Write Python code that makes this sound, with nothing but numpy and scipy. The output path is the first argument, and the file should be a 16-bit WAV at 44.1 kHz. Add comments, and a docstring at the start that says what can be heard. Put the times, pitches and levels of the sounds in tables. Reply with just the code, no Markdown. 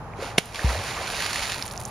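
"""A pond with a wooded bank, on a stereo microphone, with a steady rush in the distance.
A beaver lifts its tail out of the water with a swish, slaps it flat and dives; the bank answers faintly.
The slap ducks the gain. As it creeps back, the hollow in the water closes with a deep plunk.
A plume of spray goes up and patters back onto the pond, ending in single drips."""
import sys
import numpy as np
from scipy import signal
from scipy.fft import rfft, irfft, next_fast_len
from scipy.io import wavfile
from scipy.ndimage import uniform_filter1d, map_coordinates

SR = 44100
rng = np.random.default_rng(int(sys.argv[2]) if len(sys.argv) > 2 else 0)


def pcm_store(signal):
    """Save signal as 16-bit PCM."""
    levels = np.round(np.clip(np.atleast_2d(signal), -1, 1) * 32767)
    wavfile.write(sys.argv[1], SR, levels.astype(np.int16).T)


N = 83790

# spectrum of the distant rush (f/Hz, level/dB)
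RUSH_COLOUR = [(25, -13), (45, -2), (115, 0), (310, -13), (820, -7), (1200, -12), (2000, -25),
               (3500, -37.5), (10000, -45.5)]
# stereo width of the rush and of the spray: gain of the side signal (f/Hz, level/dB)
RUSH_SIDE = [(700, -14.5), (1400, -6.5), (3000, 1)]
SPRAY_SIDE = [(300, -34), (2000, -15.5), (10000, -5.5)]
# finest droplets landing (t/s, level/dB) and their spectrum (f/Hz, level/dB)
MIST_LEVEL = [(1.1, -39.5), (1.62, -40), (1.9, -39.5)]
MIST_SPECTRUM = [(1200, -25), (4000, -3), (10000, 5.5), (14000, 8)]
# single drips (t/s, f/Hz, level/dB)
SINGLE_DRIPS = [(.458, 13800, -20), (1.6248, 4490, -19), (1.6643, 10000, -24.5), (1.6795, 7600, -25.5),
                (1.712, 4500, -28.5), (1.7773, 5800, -24), (1.8534, 7200, -20), (1.8598, 10200, -28)]
# single large bubbles, and last the ring that follows the drip at 1.6248 s (t/s, f/Hz, level/dB)
BUBBLE_RINGS = [(.136, 2140, -36), (.189, 378, -29.5), (.224, 494, -25), (.593, 1630, -18.5),
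                (.752, 554, -28), (.976, 1030, -26), (1.012, 592, -27), (1.6265, 4900, -24.5)]
# churned water full of bubbles (t/s, level/dB)
CHURN_LEVEL = [(.16, -69), (.2, -42), (.245, -39), (.3, -42.5), (.53, -59), (.6, -36), (.7, -31),
               (.82, -39.5), (.95, -42.5), (1.0, -34), (1.06, -39), (1.9, -56)]
# lumps of water landing, each trapping a bubble (t/s, bubble f/Hz, level/dB)
WATER_LUMPS = [(.546, 3000, -28.5), (.558, 3970, -27), (1.2036, 1890, -24), (1.222, 2200, -24.5),
               (1.2625, 1580, -22), (1.331, 3680, -24), (1.358, 1890, -23), (1.393, 2000, -24.5),
               (1.434, 4200, -25), (1.498, 2810, -27), (1.52, 3240, -23), (1.544, 3900, -26.5)]
# the plume falling back (t/s, level/dB) and its spectrum (f/Hz, level/dB)
FALL_LEVEL = [(.95, -48.5), (1.1, -39), (1.22, -32.5), (1.3, -37), (1.39, -33.5), (1.54, -38.5),
              (1.78, -55.5)]
FALL_SPECTRUM = [(200, -22), (1300, -4.5), (2300, -1), (3300, -4.5), (4400, -1.5), (5500, -8),
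                 (10500, -12.5)]
# sheets of water tearing into spray (t/s, level/dB) and their spectrum (f/Hz, level/dB)
SPRAY_LEVEL = [(.16, -58), (.225, -38.5), (.27, -39), (.35, -51.5), (.535, -43), (.55, -36), (.62, -34.5),
               (.72, -30.5), (.80, -36), (.89, -32.5), (.95, -36), (1.5, -36), (1.8, -57)]
SPRAY_SPECTRUM = [(200, -16.5), (700, -2), (2400, 3), (3300, -3), (4300, -0.5), (5500, -5.5), (10500, -9.5)]
# the collapsing hollow (t/s, f/Hz, level/dB)
HOLLOW = [(.642, 153, -40), (0.646, 136, -13), (.654, 62.3, -16), (.70, 60.2, -24), (.745, 66.6, -36),
          (.79, 94, -29.5), (0.811, 112, -37)]
# spectrum of the tail's low push (f/Hz, level/dB)
WHUMP_SPECTRUM = [(60, -11), (190, 1), (680, -.5), (1000, -13), (3000, -29)]
# water squirting from under the tail (t/s, level/dB) and its spectrum (f/Hz, level/dB)
SQUIRT_LEVEL = [(.378, -43), (.3802, -17.5), (.3862, -14.5), (.391, -26.5), (.41, -37.5), (.54, -54)]
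SQUIRT_SPECTRUM = [(300, -9), (1200, -3.5), (2500, 5), (5000, -1.5), (10500, -4)]
# the tail meets the water: edge, then blade (t/s, level/dB relative to SLAP_DB)
TAIL_BLOWS = [(.382, -1), (.3834, 2)]
# spectrum of each blow (f/Hz, level/dB)
CRACK_SPECTRUM = [(1250, -19.5), (1750, 0.5), (2150, 2), (2900, 1), (3900, -5.5), (4800, -24), (10500, -25)]
# treble roll-off of the microphone (f/Hz, level/dB)
MIC_ROLLOFF = [(10800, 1), (12800, -8.5), (16000, -14)]
# left microphone port against right: balance (f/Hz, level/dB) and lead (f/Hz, phase/rad)
PORT_BALANCE = [(300, 0.5), (1200, -1), (2500, -5.5), (3400, -0.5), (4500, -3), (7000, -8.5), (10500, -8),
                (13000, 2)]
PORT_LEAD = [(1000, 0), (2200, -0.64), (3100, 0.93), (4100, -0.26), (9500, 0.9), (13000, 2.5)]

RUSH_DB, BANK_DB, BANK_T60_S = -39, -20, 0.29
BUBBLE_CYCLES, BUBBLE_RISE = 2.76, 0.032  # cycles to decay to 1/e; upward bend of the pitch
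DRIP_RISE_S, DRIP_OCTAVES_PER_S, DRIP_CYCLES, DRIP_SPATTER = .00045, 550, 2.8, 0.29
FIZZ_S, FIZZ_DB, FIZZ_T60_S = .458, -42, .5
DROPS_PER_S, FALL_REFERENCE_DB = 2400, -31  # the fall would be this dense at this level
CLUMPS_PER_S, CLUMP_DB, DROP_SWEEP_S_PER_HZ = 110, 1.8, 1.2e-7
SLAP_DB, WHUMP_S, WHUMP_DB = 7.5, .3824, 8.5
REBOUND_S, REBOUND_DB = .0035, -5  # relative to the push
DUCK_OVER_DB, DUCK_SHARE, DUCK_ATTACK_S, DUCK_RELEASE_S = -16, 0.82, 0.016, 0.19
NOTCH_HZ, NOTCH_WIDTH_HZ, TOP_HZ = 8160, 680, 15900


def amp(db):
    """Decibels to gain."""
    return 10 ** (np.asarray(db) / 20)


def unit(x):
    """Scale to rms 1."""
    return x / np.sqrt(np.mean(x ** 2) + 1e-20)


def clock():
    """Time of every sample in seconds."""
    return np.arange(N) / SR


def along(points, hz):
    """Interpolate (f/Hz, value) rows on a log frequency axis."""
    f, v = np.transpose(points)
    return np.interp(np.log(hz + 1), np.log(f + 1), v)


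def level(rows):
    """Gain per sample from (t/s, level/dB) rows, silent before the first."""
    s, db = np.transpose(rows)
    return amp(np.interp(clock(), s, db, left=-120))


def filtered(x, response):
    """x through a complex frequency response."""
    size = next_fast_len(N + SR // 2)
    return irfft(rfft(x, size) * response(np.fft.rfftfreq(size, 1 / SR)), size)[..., :N]


def coloured(x, points):
    """x through a minimum-phase filter of unit energy, shaped by (f/Hz, level/dB) rows."""
    size = 4096
    cepstrum = irfft(np.log(amp(along(points, np.fft.rfftfreq(size, 1 / SR)))))
    fold = np.r_[1, np.full(size // 2 - 1, 2), np.zeros(size // 2)]
    impulse = irfft(np.exp(rfft(cepstrum * fold)))
    return signal.fftconvolve(x, impulse / np.linalg.norm(impulse))[:N]


def spread(mid, side, width):
    """Left and right from mid and side signals."""
    side = filtered(side, lambda hz: amp(along(width, hz)))
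    return np.array([mid + side, mid - side])


def burst(start, t60):
    """Envelope that jumps up at start and falls 60 dB in t60 seconds."""
    age = clock() - start
    return (age > 0) * amp(-60 * np.abs(age) / t60)


def ring(starts, pitches, gains, cycles=BUBBLE_CYCLES):
    """Ringing bubbles: damped sines with a soft start and a rising pitch."""
    t = np.arange(SR // 25) / SR
    turns = pitches[:, None] * t
    age = turns / cycles
    envelopes = gains[:, None] * 2 * np.exp(-age) * (1 - np.exp(-4 * age))
    waves = envelopes * np.sin(2 * np.pi * turns * (1 + BUBBLE_RISE * age))
    where = (starts * SR).astype(int)[:, None] + np.arange(len(t))
    return np.bincount(where.ravel(), waves.ravel(), N)[:N]


def bubbling(centre_hz, octaves, count, cycles=BUBBLE_CYCLES):
    """A cloud of bubbles scattered around one pitch, rms 1."""
    starts = rng.random(count) * N / SR
    pitches = np.clip(centre_hz * 2 ** (octaves * rng.standard_normal(count)), 150, 12000)
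    sizes = amp(2.9 * np.clip(rng.standard_normal(count), -2, 2))
    return unit(ring(starts, pitches, sizes * np.sqrt(pitches), cycles))


def patter(per_s, spread_db, hiss):
    """Random droplet impacts of scattered size, each a tiny upward chirp, over a fine hiss; rms 1."""
    chance = np.clip(per_s / SR, 1e-4, 1)
    sizes = amp(spread_db * np.clip(rng.standard_normal(N), -2, 2)) * rng.choice([-1, 1], N)
    ticks = (rng.random(N) < chance) * sizes / np.sqrt(chance)
    chirps = filtered(ticks, lambda hz: np.exp(-1j * np.pi * DROP_SWEEP_S_PER_HZ * hz ** 2))
    return unit(unit(chirps) + hiss * rng.standard_normal(N))


def rush():
    """Far off, the steady rush and low rumble of the outdoors."""
    mid, side = [coloured(rng.standard_normal(N), RUSH_COLOUR) for _ in range(2)]
    return amp(RUSH_DB) * spread(mid, side, RUSH_SIDE)


def bank(x):
    """The wooded bank scatters a faint, diffuse answer back to the microphone."""
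    t = np.arange(SR) / SR
    decay = rng.standard_normal((2, SR)) * amp(-60 * t / BANK_T60_S)
    return amp(BANK_DB) * signal.fftconvolve(x[None], decay / np.linalg.norm(decay[0]), axes=1)[:, :N]


def drips():
    """Stray drops chirp upward and ring briefly, among tiny ticks and the fizz of mist from the slap."""
    t, chirps, spatter = clock(), np.zeros(N), np.zeros(N)
    for s, hz, db in SINGLE_DRIPS:
        pitch = hz * 2 ** np.clip(DRIP_OCTAVES_PER_S * (t - s), -1, .3)
        from_peak = np.where(t < s, (s - t) / DRIP_RISE_S, (t - s) * hz / DRIP_CYCLES)
        envelope = amp(db) / np.cosh(np.minimum(from_peak, 20))
        chirps += envelope * np.sin(2 * np.pi * np.cumsum(pitch) / SR)
        spatter += DRIP_SPATTER * envelope
    ticks = level(MIST_LEVEL) * patter(200, spread_db=3, hiss=.3)
    fizz = amp(FIZZ_DB) * burst(FIZZ_S, FIZZ_T60_S)
    return chirps + coloured(ticks + (spatter + fizz) * rng.standard_normal(N), MIST_SPECTRUM)


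def bubbles():
    """A few large bubbles ring out above the churn, and one drip rings on after its chirp."""
    s, hz, db = np.transpose(BUBBLE_RINGS)
    return ring(s, hz, amp(db))


def churn():
    """The stirred pond gurgles with trapped air."""
    return level(CHURN_LEVEL) * bubbling(786.4, octaves=0.657, count=1600)


def lumps():
    """Heavier lumps of water land one by one: a short splat and the pop of a bubble."""
    s, hz, db = np.transpose(WATER_LUMPS)
    envelope = sum(gain * burst(start, t60=.027) for start, gain in zip(s, amp(db)))
    splats = coloured(envelope * rng.standard_normal(N), FALL_SPECTRUM)
    return splats + ring(s, hz, amp(db + .5))


def fall():
    """The plume comes down in bunches of drops, denser when louder, that trap small bubbles."""
    envelope = level(FALL_LEVEL)
    drops = patter(DROPS_PER_S * envelope / amp(FALL_REFERENCE_DB), spread_db=5, hiss=0.11)
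    knots = rng.standard_normal(N // 10)
    clumps = unit(amp(CLUMP_DB * map_coordinates(knots, [clock() * CLUMPS_PER_S])))
    trapped = amp(-10) * bubbling(2410, octaves=0.765, count=800, cycles=5)
    return coloured(envelope * clumps * drops, FALL_SPECTRUM) + envelope * trapped


def spray():
    """Sheets of water tear into fine droplets and small bubbles."""
    droplets = coloured(patter(5000, spread_db=5.5, hiss=0.48), SPRAY_SPECTRUM)
    trapped = amp(-7.5) * bubbling(2577, octaves=0.706, count=1500, cycles=3.8)
    return level(SPRAY_LEVEL) * (droplets + trapped)


def splash():
    """Water going up, coming down and churning, with fresh random drops on each call."""
    return spray() + fall() + churn() + lumps()


def plunk():
    """The big air pocket rings: its pitch drops quickly, then rises as it nears the surface."""
    s, hz, db = np.transpose(HOLLOW)
    t = clock()
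    phase = 2 * np.pi * np.cumsum(np.interp(t, s, hz, left=0)) / SR
    return np.sqrt(2) * amp(np.interp(t, s, db, right=-120)) * np.sin(phase)


def whump():
    """The low push of the flat tail on the pond, and the pull as the water springs back."""
    push = np.zeros(N)
    push[round(WHUMP_S * SR)] = amp(WHUMP_DB)
    push[round((WHUMP_S + REBOUND_S) * SR)] -= amp(WHUMP_DB + REBOUND_DB)
    return coloured(push, WHUMP_SPECTRUM)


def slap():
    """Edge and blade of the tail hit with two hard cracks, inside a short squirt of water."""
    blows = np.zeros(N)
    for s, db in TAIL_BLOWS:
        blows[round(s * SR)] = amp(SLAP_DB + db)
    squirt = level(SQUIRT_LEVEL) * coloured(rng.standard_normal(N), SQUIRT_SPECTRUM)
    return coloured(blows, CRACK_SPECTRUM) + squirt


def scene():
    """The beaver is at one spot, centred; its splash is a little wider, with bank and rush behind."""
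    water = slap() + whump() + plunk() + splash() + bubbles() + drips()
    return spread(water, splash(), SPRAY_SIDE) + bank(water) + rush()


def gain_control(x):
    """A loud peak turns the recorder's gain down; it creeps back."""
    power = np.abs(uniform_filter1d(np.mean(x ** 2, axis=0), size=SR // 200))
    over_db = np.maximum(10 * np.log10(power + 1e-12) - DUCK_OVER_DB, 0)
    fade = np.exp(-clock() / DUCK_RELEASE_S)
    held_db = np.maximum.accumulate(over_db / fade) * fade
    step = 1 / (DUCK_ATTACK_S * SR)
    return x * amp(-DUCK_SHARE * signal.lfilter([step], [1, step - 1], held_db))


def microphone(hz):
    """Response of two ports, unequal in level and phase, with a treble notch and roll-off."""
    notch = (hz - NOTCH_HZ) ** 2 / ((hz - NOTCH_HZ) ** 2 + NOTCH_WIDTH_HZ ** 2 / 2)
    sides = np.array([[.5], [-.5]])
    gain = amp(along(MIC_ROLLOFF, hz) + sides * along(PORT_BALANCE, hz))
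    return notch * gain * np.exp(1j * sides * along(PORT_LEAD, hz))


def record(dry):
    """Microphone, gain control, overload near full scale and a band limit."""
    ducked = gain_control(filtered(dry, microphone))
    return filtered(np.clip(ducked, -.93, .93), lambda hz: hz < TOP_HZ)


dry = scene()
out = record(dry)
pcm_store(out)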